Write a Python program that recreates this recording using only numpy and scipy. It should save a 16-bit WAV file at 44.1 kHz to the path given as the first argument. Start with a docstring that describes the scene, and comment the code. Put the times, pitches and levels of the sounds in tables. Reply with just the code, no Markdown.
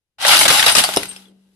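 """A car tyre rolls onto a stack of glass panes on concrete, with a low rumble and a faint hum.
Splinters crunch under the tread while the panes snap in bursts of tiny fractures and loose shards ring.
Midway a pane slaps the floor; two more slaps follow as the tyre rolls off, the last the hardest.
Then the debris settles and the car hums on, fading."""
import sys
import numpy as np
from scipy import signal
from scipy.fft import rfft, irfft, next_fast_len
from scipy.io import wavfile

SR = 44100
rng = np.random.default_rng(int(sys.argv[2]) if len(sys.argv) > 2 else 0)


def output_pcm(signal):
    """Save a mono or channel-first signal as 16-bit PCM at the path in sys.argv[1].

    Samples are clipped to [-1, 1] before scaling.
    """
    pcm = np.clip(np.atleast_2d(signal).T, -1, 1) * 32767
    wavfile.write(sys.argv[1], SR, np.round(pcm).astype(np.int16))


N = 68355
T = np.arange(N) / SR
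RING_N, SNAP_N = SR // 7, SR // 16


def from_db(db):
    """Decibels to gain."""
    return 10 ** (np.asarray(db) / 20)


def rms(x):
    """Root mean square."""
    return np.sqrt(np.mean(x ** 2) + 1e-20)


def envelopes(rows):
    """One gain curve per dB column; the first column is time in seconds."""
    times, *columns = np.transpose(rows)
    return [from_db(np.interp(T, times, db)) for db in columns]


def add(out, start_s, x):
    """Mix x into out from start_s."""
    i = max(int(start_s * SR), 0)
    out[..., i:i + x.shape[-1]] += x[..., :N - i]


def colour(x, points):
    """Minimum-phase filter through points of (Hz, dB)."""
    size = next_fast_len(x.shape[-1] // 2 + 1024, True) * 2
    hz, db = np.transpose(points)
    grid_hz = np.maximum(np.fft.rfftfreq(size, 1 / SR), 1)
    gain = from_db(np.interp(np.log(grid_hz), np.log(hz), db))
    cepstrum = irfft(np.log(gain))
    cepstrum[1:size // 2] *= 2
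    cepstrum[size // 2 + 1:] = 0
    return irfft(rfft(x, size) * np.exp(rfft(cepstrum)))[..., :x.shape[-1]]


def band(x, low_hz, high_hz):
    """Butterworth band-pass."""
    return signal.sosfilt(signal.butter(4, [low_hz, high_hz], "band", fs=SR, output="sos"), x)


def clicks(per_s, spread_db, size):
    """Random clicks, many small and a few large."""
    heights = from_db(spread_db * np.minimum(rng.exponential(1, size), 4)) * rng.choice([-1, 1], size)
    return heights * (rng.random(size) < per_s / SR)


# Background noise spectrum. Each row: frequency in Hz, relative level in dB.
AIR_SPECTRUM = [(30, 3.5), (300, -13), (1000, -16), (12000, -21.5)]

def air(level_db=-91):
    """Very faint steady noise, strongest in the bass."""
    noise = colour(rng.standard_normal((2, N)), AIR_SPECTRUM)
    return from_db(level_db) * noise / rms(noise)


def room(x, t60_s=0.24, onset_s=0.0072, level_db=-14):
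    """Diffuse reflections from floor, car body and walls."""
    tail = rng.standard_normal((2, N)) * from_db(-60 * T / t60_s) * (1 - np.exp(-T / onset_s))
    tail /= rms(tail) * np.sqrt(N)
    return from_db(level_db) * signal.fftconvolve(x, tail, axes=1)[:, :N]


# Swell of the hum. Each row: time in seconds, level in dB.
HUM_LEVELS = [(0.17, -115), (0.301, -57), (1.0, -47), (1.15, -50), (1.35, -54), (1.55, -61.5)]

def car_hum(hz=192):
    """The car hums on one low tone."""
    return envelopes(HUM_LEVELS)[0] * np.sqrt(2) * np.sin(2 * np.pi * hz * T)


# Rumble and tread spectra. Each row: frequency in Hz, relative level in dB.
RUMBLE_SPECTRUM = [(20, -10), (60, -1.5), (130, 1), (220, -12), (500, -53)]
TREAD_SPECTRUM = [(90, -20.5), (190, -1), (290, -1), (430, -1.5), (700, -13), (1500, -29.5), (5000, -53.5)]
# Course of the roll. Each row: time in seconds, relative rumble and tread levels in dB.
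ROLL_LEVELS = [(0.16, -90, -97), (0.2, -60, -53.5), (0.29, -47, -37.5), (0.42, -42, -33),
               (0.51, -38, -28.5), (0.57, -44.5, -39.5), (0.68, -40.5, -39.5), (0.736, -46.5, -39),
               (0.78, -37.5, -27.5), (0.86, -47.5, -46), (0.93, -53, -48.5), (1.0, -44, -51),
               (1.08, -56.5, -50.5), (1.22, -69, -60.5), (1.32, -75.5, -56), (1.42, -77, -67.5),
               (1.52, -76.5, -69)]

def tyre(gain_db=-2):
    """Lumpy contacts of the rolling tyre: a deep rumble and the dull rustle of the tread."""
    out = np.zeros((2, N))
    for envelope, spectrum in zip(envelopes(ROLL_LEVELS), (RUMBLE_SPECTRUM, TREAD_SPECTRUM)):
        contacts = np.array([clicks(per_s=2000, spread_db=3.5, size=N) for _ in range(2)])
        lumps = colour(contacts, spectrum)
        out += envelope * lumps / rms(lumps)
    return from_db(gain_db) * out


# Loose shards. Each row: start in seconds, pitch in Hz, relative level in dB, T60 in seconds.
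SHARD_RINGS = [(0.221, 10680, -22.5, .06), (0.390, 9160, -12, 0.065), (0.402, 10560, -9, .06),
               (0.695, 9150, -18, 0.1), (0.720, 9120, -7, 0.055), (0.790, 9700, -10, 0.044),
               (0.971, 2865, -12.5, 0.044), (0.971, 9170, -14.5, 0.031), (1.083, 8570, -31, .12),
               (1.09, 8570, -24.5, 0.15), (1.091, 10440, -35, 0.082), (1.166, 5230, -35.5, 0.06),
               (1.255, 3400, -45, 0.077), (1.283, 3200, -53, 0.066), (1.283, 8400, -54.5, .06)]

def shards(pair_ratio=1.012, upper_db=-5, attack_s=0.001):
    """Freed shards ring, each with a close pair of beating modes."""
    out, t = np.zeros((2, N)), T[:RING_N]
    for start_s, hz, db, t60_s in SHARD_RINGS:
        phase = rng.uniform(0, 2 * np.pi, (2, 2, 1))
        lower = np.sin(2 * np.pi * hz * t + phase[0])
        upper = from_db(upper_db) * np.sin(2 * np.pi * hz * pair_ratio * t + phase[1])
        envelope = from_db(db - 60 * t / t60_s) * (1 - np.exp(-t / attack_s))
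        add(out, start_s, (lower + upper) * envelope)
    return out * from_db([[-2], [-5]])   # mid, side


# Modes of a pane on the floor. Each row: frequency in Hz, relative level in dB, T60 in seconds.
SLAP_MODES = [(200, -24.5, 0.071), (278, -18, .06), (385, -15.5, 0.054), (524, -27.5, 0.025),
              (590, -14, .04), (665, -18.5, 0.078), (800, -17.5, 0.071), (1050, -24.5, 0.021),
              (1466, -23, 0.016)]
# Floor hits. Each row: start in seconds, level in dB, pulse length in seconds.
SLAP_HITS = [(0.5036, -11.5, 0.0024), (0.8894, -15.5, 0.001), (0.9699, -2.5, 0.0015)]

def slaps():
    """A pane hits the concrete: one push and pull of air, then its low modes."""
    out, t = np.zeros((2, N)), T[:RING_N]
    for start_s, hit_db, pulse_s in SLAP_HITS:
        pulse = np.sin(2 * np.pi * t / pulse_s) * (t < pulse_s) * [[1], [0]]   # mid only
        body = np.zeros((2, RING_N))
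        for hz, db, t60_s in SLAP_MODES:
            phase = rng.uniform(0, 2 * np.pi, (2, 1))
            body += from_db(db - 60 * t / t60_s) * np.sin(2 * np.pi * hz * t + phase)
        attack = np.minimum(t / pulse_s, 1)
        add(out, start_s, from_db(hit_db) * (pulse + body * attack))
    return out


def glass_piece(t60_s, ring_db, size, modes, tick_s=0.0005):
    """Mid and side response of a piece of glass: a sharp tick and inharmonic modes."""
    t = T[:size]
    hz = rng.uniform(np.sqrt(550), np.sqrt(12300), (modes, 1)) ** 2
    mode_t60_s = t60_s * np.exp(0.5 * rng.standard_normal((modes, 1)))
    weights = rng.standard_normal((2, modes)) * (hz ** 0.25 / np.sqrt(mode_t60_s)).T
    ring = weights @ (np.sin(2 * np.pi * hz * t) * from_db(-60 * t / mode_t60_s))
    tick = rng.standard_normal((2, size)) * np.exp(-t / tick_s)
    return tick / rms(tick) + from_db(ring_db) * ring / rms(ring)


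# Modes of the whole stack. Each row: frequency in Hz, bandwidth in Hz, relative level in dB.
STACK_RESONANCES = [(655, 24, 1.5), (817, 52, 0.5), (923, 50, -6.5)]

def stack_ring(x, gain_db=-6.5):
    """The stacked panes resonate under the tread, driven by x."""
    return sum(from_db(gain_db + db) * signal.lfilter(*signal.iirpeak(hz, hz / width_hz, fs=SR), x)
               for hz, width_hz, db in STACK_RESONANCES)


# Spectrum of breaking glass, for crunch and cracks. Each row: frequency in Hz, gain in dB.
GLASS_SPECTRUM = [(59, -42), (100, -15.5), (247, -13), (290, -2.5), (355, -19), (470, -7.5), (732, -4),
                  (842, -0.5), (1010, -5), (3170, 0), (6810, -12.5), (9020, -6.5), (12200, -9.5),
                  (15900, -39), (22000, -120)]
# Course of the grinding. Each row: time in seconds, relative midrange and treble levels in dB.
CRUNCH_LEVELS = [(0.18, -95, -98), (0.185, -40.5, -53), (0.2, -32.5, -44), (0.222, -23, -26.5),
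                 (0.248, -13.5, -28), (0.285, -13, -15.3), (0.336, -5, -13.5), (0.385, -17, -17),
                 (0.44, -15.5, -12.5), (0.474, -23.2, -26.5), (0.52, -12.5, -14.5), (0.6, -14, -16),
                 (0.655, -20, -21.5), (0.691, -8, -15.5), (0.744, -25, -22), (0.788, -9.5, -11.5),
                 (0.825, -21.5, -23.5), (0.88, -26, -27), (0.951, -28.8, -30.5), (1.0, -30, -33.5),
                 (1.08, -41, -40.5), (1.2, -48.5, -51.5), (1.28, -59.5, -63.5), (1.33, -70.5, -74.5),
                 (1.55, -71, -71.5)]

def crunch(splinters_per_s=3200, pieces=10, gain_db=-4.5):
    """Splinters break and rub at random, each ringing one of several pieces."""
    grains = np.zeros((2, N))
    for _ in range(pieces):
        breaks = clicks(splinters_per_s / pieces, spread_db=3.5, size=N)
        piece = glass_piece(t60_s=0.07, ring_db=2, size=RING_N, modes=64)
        grains += signal.fftconvolve(breaks[None], piece, axes=1)[:, :N]
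    grains = colour(grains, GLASS_SPECTRUM)
    grains += stack_ring(grains)
    parts = band(grains, 500, 5000), band(grains, 5000, 12600)
    out = sum(envelope * part / rms(part) for envelope, part in zip(envelopes(CRUNCH_LEVELS), parts))
    return from_db(gain_db) * out


# Snapping panes. Each row: start in seconds, relative bass, knock, crunch and treble levels in dB,
# decay time of the fracture run in seconds.
PANE_SNAPS = [(0.25, -38, -15.5, -15.5, -26, 0.0036), (0.266, -53, -20, -19, -19.5, 0.0056),
              (0.281, -42, -18.5, -14.5, -15, 0.0082), (0.292, -44, -24.5, -10.5, -26.5, 0.0064),
              (0.309, -42, -18, -11.5, -25.5, 0.01), (0.324, -32.5, -25, -17, -19.5, 0.0044),
              (0.333, -42, -19.5, -13.5, -19.5, 0.01), (0.347, -34, -21, -17, -20.5, 0.0032),
              (0.368, -44.5, -25.5, -14, -17.5, 0.004), (0.378, -44, -33, -16.5, -21, 0.0048),
              (0.39, -43, -25.5, -14.5, -14, 0.0095), (0.4115, -30.5, -15, -11, -14, 0.006),
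              (0.431, -38.5, -26.5, -16, -19, 0.0067), (0.453, -31.5, -15, -13, -19.5, 0.01),
              (0.46, -31.5, -18, -18.5, -25.5, 0.0063), (0.48, -37.5, -30.5, -10.5, -12.5, 0.0063),
              (0.492, -41.5, -22, -12.5, -23.5, 0.0083), (0.5025, -20, -16, -11, -15, 0.007),
              (0.594, -42.5, -30.5, -10, -23.5, 0.0096), (0.627, -42, -25.5, -11, -24, 0.0031),
              (0.64, -40, -19.5, -18, -24.5, 0.0077), (0.663, -26.5, -14, -9, -12.5, 0.006),
              (0.681, -39.5, -28.5, -12, -15.5, 0.0033), (0.696, -29.5, -23.5, -18, -22.5, 0.0082),
              (0.751, -28.5, -16.5, -11.5, -12.5, 0.0079), (0.767, -35.5, -22.5, -16, -17, 0.0044),
              (0.7826, -27, -24.5, -11, -15.5, 0.0044), (0.791, -28.5, -35.5, -13.5, -17.5, 0.0099),
              (0.838, -32.5, -18.5, -17.5, -16, 0.011), (0.8895, -38, -24, -28, -33.5, 0.0024),
              (0.938, -46.5, -38.5, -28, -29, 0.007), (0.9624, -38.5, -27.5, -28, -19, 0.0023),
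              (0.9708, -19, -21.5, -18.5, -16.5, 0.0039), (1.032, -46.5, -49.5, -27.5, -30.5, 0.0027),
              (1.055, -43.5, -52, -38, -37.5, 0.0035), (1.112, -48, -52, -39, -53, 0.0043),
              (1.162, -53, -55, -39.5, -45.5, 0.0058)]

def cracks(fractures_per_s=4500, edges_hz=(100, 500, 1300, 5000, 12600),
           band_gains_db=(-2.5, -2.5, -1.5, -0.5)):
    """Each snap is a first break and a dying run of fractures through one pane."""
    out, snaps = np.zeros((2, N)), []
    onset_n = SR // 125   # the first 8 ms set a snap's level
    for *_, decay_s in PANE_SNAPS:
        run = clicks(fractures_per_s, spread_db=0.5, size=SNAP_N) * np.exp(-T[:SNAP_N] / decay_s)
        run[0] = 2.5   # first break
        pane = glass_piece(t60_s=0.021, ring_db=-3, size=SNAP_N, modes=56)
        snaps.append(signal.fftconvolve(run[None], pane, axes=1)[:, :SNAP_N])
    snaps = colour(np.array(snaps), GLASS_SPECTRUM)
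    for k, gain_db in enumerate(band_gains_db):
        parts = band(snaps, edges_hz[k], edges_hz[k + 1])
        for (start_s, *levels_db, _), part in zip(PANE_SNAPS, parts):
            unit_snap = np.array([channel / rms(channel[:onset_n]) for channel in part])
            add(out, start_s, unit_snap * from_db(levels_db[k] + gain_db))
    return out


# Stereo width. Each row: frequency in Hz, side gain in dB.
SIDE_GAINS = [(40, -5.5), (120, -14.5), (300, -7.5), (750, -6.5), (1300, -3), (2200, 0.5), (12000, 0)]
# Stereo balance. Each row: frequency in Hz, left minus right in dB.
LEFT_BIAS = [(40, 3), (150, 2.7), (1000, 2.5), (2000, 1.1), (4000, 2), (12000, 5)]

def scene():
    """Mid and side mixed to stereo: narrow in the bass, wide in the treble, a little to the left."""
    glass = cracks() + crunch() + slaps()
    mid, side = air() + glass + room(glass) + shards() + tyre()
    mid += car_hum()
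    side = colour(side, SIDE_GAINS)
    left = colour(mid + side, [(hz, db / 2) for hz, db in LEFT_BIAS])
    right = colour(mid - side, [(hz, -db / 2) for hz, db in LEFT_BIAS])
    return np.array([left, right])


def record(dry):
    """Soft clipping of the loudest peaks, then a steep low-pass."""
    ceiling, cutoff_hz = 0.77, 12450
    rounded = dry / (1 + (dry / ceiling) ** 4) ** 0.25
    return signal.sosfilt(signal.ellip(10, 0.2, 70, cutoff_hz, fs=SR, output="sos"), rounded)


dry = scene()
out = record(dry)
output_pcm(out)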